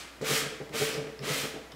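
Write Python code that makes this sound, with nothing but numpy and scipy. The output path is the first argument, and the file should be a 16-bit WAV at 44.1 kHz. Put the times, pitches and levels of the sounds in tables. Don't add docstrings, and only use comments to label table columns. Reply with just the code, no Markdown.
import sys
import numpy as np
from scipy import signal
from scipy.fft import rfft, irfft
from scipy.io import wavfile
from scipy.ndimage import uniform_filter1d

SR = 44100
rng = np.random.default_rng(int(sys.argv[2]) if len(sys.argv) > 2 else 0)


def int16_out(signal):
    q = np.round(np.clip(np.atleast_2d(signal).T, -1, 1) * 32767)
    wavfile.write(sys.argv[1], SR, q.astype(np.int16))


def natural_amplitude(level_db):
    exponent = np.asarray(level_db, float) / 20
    return 10 ** exponent


N = 77175
LEAD_S = 0.4

# f/Hz, density/dB
HISS_SPECTRUM = [(30, -11), (90, -11), (130, -6), (260, -0.5), (500, -4), (1200, -9), (2500, -12.5),
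                 (15700, -29.5)]
HISS_DB, HUM_HZ, HUM_DB = -52, 61, -61.5

# t/s, speed-up/s, slow-down/s, level/dB, lag of the treble peak/s
STROKES = [
    (-.3, 0.17, 0.13, -33, 0.046),
    (0.226, 0.11, 0.15, -28.5, 0.015),
    (0.721, 0.072, 0.25, -32.5, 0.019),
    (1.214, 0.094, 0.24, -33, 0.057),
]
SPEED_UP_BEND, SLOW_DOWN_BEND = 0.57, 0.85

# f/Hz, density/dB
GRIT_SPECTRUM = [(500, -15.5), (940, -21.5), (1250, -16), (2400, -15.5), (4500, -17), (8000, -20.5),
                 (12000, -26.5), (15700, -32)]
# f/Hz, width/Hz, level/dB
RAIL_MODES = [(1250, 200, -10), (2120, 100, -8), (2370, 220, -6), (3200, 250, -12)]
GRAINS_PER_S, GRAIN_SPREAD_DB, CHATTER_DB = 30000, 1.5, 0.7
DULL_POWER, BRIGHT_POWER, SPLIT_HZ = 1.35, 3.13, 3100
DUST_HZ, DUST_POWER, DUST_DB = 10500, 2.3, -13.5

# f/Hz, decay/s
ROOM_DECAY = [(150, 0.36), (500, 0.67), (1700, 0.8), (4600, 0.61), (8000, 0.52), (13000, 0.35)]
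BRIGHT_WET_DB, PANEL_WET_DB = -4, -8

# t/s, level/dB, low boom mode/dB, main mode/dB, length of push/s
DOOR_BUMPS = [(.2115, -36, -4, 2.5, 0.012), (.29, -37, -2, 5.5, 0.019), (.312, -37, 1, 1.5, 0.0077),
              (.348, -48, -13, 8, 0.028), (.42, -42.5, -4, -1, 0.017), (.455, -45.5, 4.5, 3.5, 0.0086),
              (.505, -46, -10, -1, 0.022), (.602, -41.5, -1, -1, 0.013), (.698, -47, -2, -3, 0.011),
              (.74, -39.5, -8, 4, 0.0093), (.8, -33.5, -1, 6, .024), (.885, -44, -4, -2, 0.0092),
              (.93, -42, -2, 4, 0.026), (.968, -38, 2, 0.5, 0.019), (1.005, -42, 1.5, -7.5, 0.0086),
              (1.064, -42.5, -12, 1, 0.015), (1.192, -45.5, 7, 1, 0.028), (1.222, -44.5, 7, -4, 0.013),
              (1.268, -39, -6, 4, 0.013), (1.292, -37, 5, -6.5, 0.019), (1.348, -42, -9, -2, 0.029),
              (1.434, -39, -5.5, -2, 0.0078), (1.54, -40.5, -9, -4, 0.026), (1.728, -51.5, 5, -5, 0.026)]
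# f/Hz, width/Hz, level/dB
PANEL_MODES = [(112, 53, -12), (226.8, 9.3, -7.5), (277.4, 21.4, -7.5), (312.8, 15.5, -8), (359, 32, -16),
               (395, 64, -7.5), (499, 14.6, -8.5), (566.4, 16, -8.5), (649, 16, -10.5), (760, 63, -15.5)]
BOOM, MAIN = (147.4, 12.4), (440, 9)
DETUNE, WANDER_RAD = 0.004, 0.5
UNEVEN_DB, KNOCK_DB = 3, -11
FIRST_CONTACT, CONTACT_S = 1.5, 0.002
RUB_INTO_PANEL_DB = -4

# t/s, level/dB, f/Hz, width/Hz, length/s
PAINT_TICKS = [(.212, -55, 6960, 1500, 0.014), (0.2127, -38.5, 1310, 1620, .003),
               (0.213, -46.5, 4380, 5000, 0.025), (0.694, -44.5, 3000, 5000, .002),
               (1.193, -43, 1800, 1490, .002), (1.226, -47, 3000, 1950, 0.0058),
               (1.451, -39, 1750, 2000, 0.008), (1.068, -44, 1650, 1500, .01),
               (1.719, -46, 4930, 1200, 0.0026), (1.72, -46, 3250, 1500, 0.0067),
               (1.721, -47, 1300, 1220, 0.0052)]
# t/s, level/dB, f/Hz, width/Hz, length/s
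SHARP_SCRATCHES = [
    (.939, -38, 5300, 900, .008),
    (1.1915, -40, 4850, 700, .0025),
]

BAND_LIMIT_HZ = 15790


def evened(x):
    return x / np.sqrt(np.mean(x ** 2) + 1e-20)


def read(points, hz):
    f, value = np.transpose(points)
    return np.interp(np.log(hz + 1), np.log(f + 1), value)


def colour(x, gain):
    return irfft(rfft(x) * gain(np.fft.rfftfreq(len(x), 1 / SR)), len(x))


def ring(x, hz, width):
    r = np.exp(-np.pi * width / SR)
    return 2 * signal.lfilter([1 - r], [1, -r * np.exp(2j * np.pi * hz / SR)], x).real


def air(t):
    hiss = evened(colour(rng.standard_normal(len(t)), lambda f: natural_amplitude(read(HISS_SPECTRUM, f))))
    hum = np.sqrt(2) * np.sin(2 * np.pi * HUM_HZ * t)
    return natural_amplitude(HISS_DB) * hiss + natural_amplitude(HUM_DB) * hum


def room(x):
    taps = np.zeros(SR)
    at = np.arange(300, SR - 20, 20)
    taps[at + rng.integers(0, 20, len(at))] = rng.choice([-1., 1.], len(at))
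    hz, t, bands = signal.stft(taps, SR, nperseg=256)
    decay = natural_amplitude(-60 * t / read(ROOM_DECAY, hz)[:, None])
    tail = signal.istft(bands * decay, SR, nperseg=256)[1]
    return signal.fftconvolve(x, tail / np.linalg.norm(tail))[:len(x)]


def hand_speed(t, start, up, down):
    rising = np.clip((t - start) / up, 0, 1) ** SPEED_UP_BEND
    falling = np.clip((t - start - up) / down, 0, 1) ** SLOW_DOWN_BEND
    return np.sin(np.pi / 2 * rising) * np.cos(np.pi / 2 * falling).clip(0)


def sanding(t):
    n = len(t)
    grit = natural_amplitude(GRAIN_SPREAD_DB * rng.exponential(1, n)) * rng.standard_normal(n)
    grit = grit * (rng.random(n) < GRAINS_PER_S / SR)
    chatter = evened(uniform_filter1d(rng.standard_normal(n), size=500))
    grit = grit * natural_amplitude(CHATTER_DB * chatter)
    grit = colour(grit, lambda f: natural_amplitude(read(GRIT_SPECTRUM, f)) / (1 + (450 / (f + 1)) ** 4))
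    rail = sum(natural_amplitude(db) * ring(grit, hz, width) for hz, width, db in RAIL_MODES)
    grit = evened(grit + rail)
    dull = colour(grit, lambda f: 1 / (1 + (f / SPLIT_HZ) ** 2))
    bright = grit - dull
    out = np.zeros(n)
    for start, up, down, db, lag in STROKES:
        dull_swell = hand_speed(t, start, up, down) ** DULL_POWER
        bright_swell = hand_speed(t, start, up + lag, down - lag / 2) ** BRIGHT_POWER
        out = out + natural_amplitude(db) * (dull_swell * dull + bright_swell * bright)
    return out


def dust_fizz(t):
    dust = evened(colour(rng.standard_normal(len(t)), lambda f: 1 / (1 + (DUST_HZ / (f + 1)) ** 6)))
    return sum(natural_amplitude(db + DUST_DB) * hand_speed(t, start, up + lag, down) ** DUST_POWER * dust
               for start, up, down, db, lag in STROKES)


def bump(db, boom_db, main_db, length, chance, shake):
    t = np.arange(len(shake)) / SR
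    push = shake * np.sin(np.pi * np.minimum(t / (2 * length), 1))
    push = push + FIRST_CONTACT * np.sin(np.pi * np.minimum(t / CONTACT_S, 1)) ** 2
    out = natural_amplitude(KNOCK_DB) * evened(ring(ring(push, 300, 500), 530, 990))
    rise = np.sin(np.pi / 2 * np.minimum(t / length, 1)) ** 2
    wander = WANDER_RAD * evened(uniform_filter1d(uniform_filter1d(shake, size=700), size=700))
    for k, (hz, width, mode_db) in enumerate([(*BOOM, boom_db), (*MAIN, main_db)]):
        tone = np.sin(2 * np.pi * hz * (1 + DETUNE * chance[-k - 1]) * t + wander)
        decay = np.exp(-np.pi * width * np.maximum(t - length, 0))
        out = out + natural_amplitude(mode_db) * evened(tone * rise * decay)
    for k, (hz, width, mode_db) in enumerate(PANEL_MODES):
        mode = evened(ring(ring(push, hz, width), hz, 4 * width))
        out = out + natural_amplitude(mode_db + UNEVEN_DB * chance[k]) * mode
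    return natural_amplitude(db - 8.5) * out


def door(t, rub):
    bumps = np.zeros(len(t) + SR)
    chance = rng.standard_normal((len(DOOR_BUMPS), 24))
    shake = rng.standard_normal((len(DOOR_BUMPS), SR // 5))
    for k, (s, *row) in enumerate(DOOR_BUMPS):
        at = round((s - t[0]) * SR)
        bumps[at:at + shake.shape[1]] += bump(*row, chance[k], shake[k])
    rub_loudness = uniform_filter1d(abs(rub), size=800)
    rubbing = natural_amplitude(RUB_INTO_PANEL_DB) * rub_loudness * rng.standard_normal(len(t))
    modes = [*PANEL_MODES, (*BOOM, -3), (*MAIN, -2)]
    drone = sum(natural_amplitude(db) * ring(rubbing, hz, width) for hz, width, db in modes)
    return colour(bumps[:len(t)] + drone,
                  lambda f: 1 / (1 + (85 / (f + 1)) ** 4) / (1 + (f / 2500) ** 4))


def touch(t, start, length):
    u = np.clip((t - start) / length, 0, 9)
    return np.minimum(u * 8, 1) * np.exp(-u ** 2) * (u < 9)


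def scuffs(t):
    noise, out = rng.standard_normal(len(t)), np.zeros(len(t))
    for s, db, hz, width, length in [*PAINT_TICKS, *SHARP_SCRATCHES]:
        shape = touch(t, s, length)
        band = evened(ring(ring(noise, hz, width), hz, width))
        scuff = shape * (band + 0.04 * noise)
        out = out + natural_amplitude(db) * scuff * np.linalg.norm(shape) / np.linalg.norm(scuff)
    return out


def scene():
    lead = round(LEAD_S * SR)
    t = (np.arange(N + lead) - lead) / SR
    rub = sanding(t)
    bright = rub + scuffs(t)
    boom = door(t, rub)
    echoes = room(natural_amplitude(BRIGHT_WET_DB) * bright + natural_amplitude(PANEL_WET_DB) * boom)
    mix = air(t) + echoes + bright + dust_fizz(t) + boom
    return np.tile(mix[lead:], (2, 1))


def low_pass(x):
    return signal.sosfilt(signal.butter(12, 15820, fs=SR, output="sos"), x)


def record(dry):
    lowpass = signal.firwin(801, BAND_LIMIT_HZ, window=("kaiser", 10), fs=SR)
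    mix = signal.oaconvolve(dry, lowpass[None], "same")
    return low_pass(mix)


dry = scene()
out = record(dry)
int16_out(out)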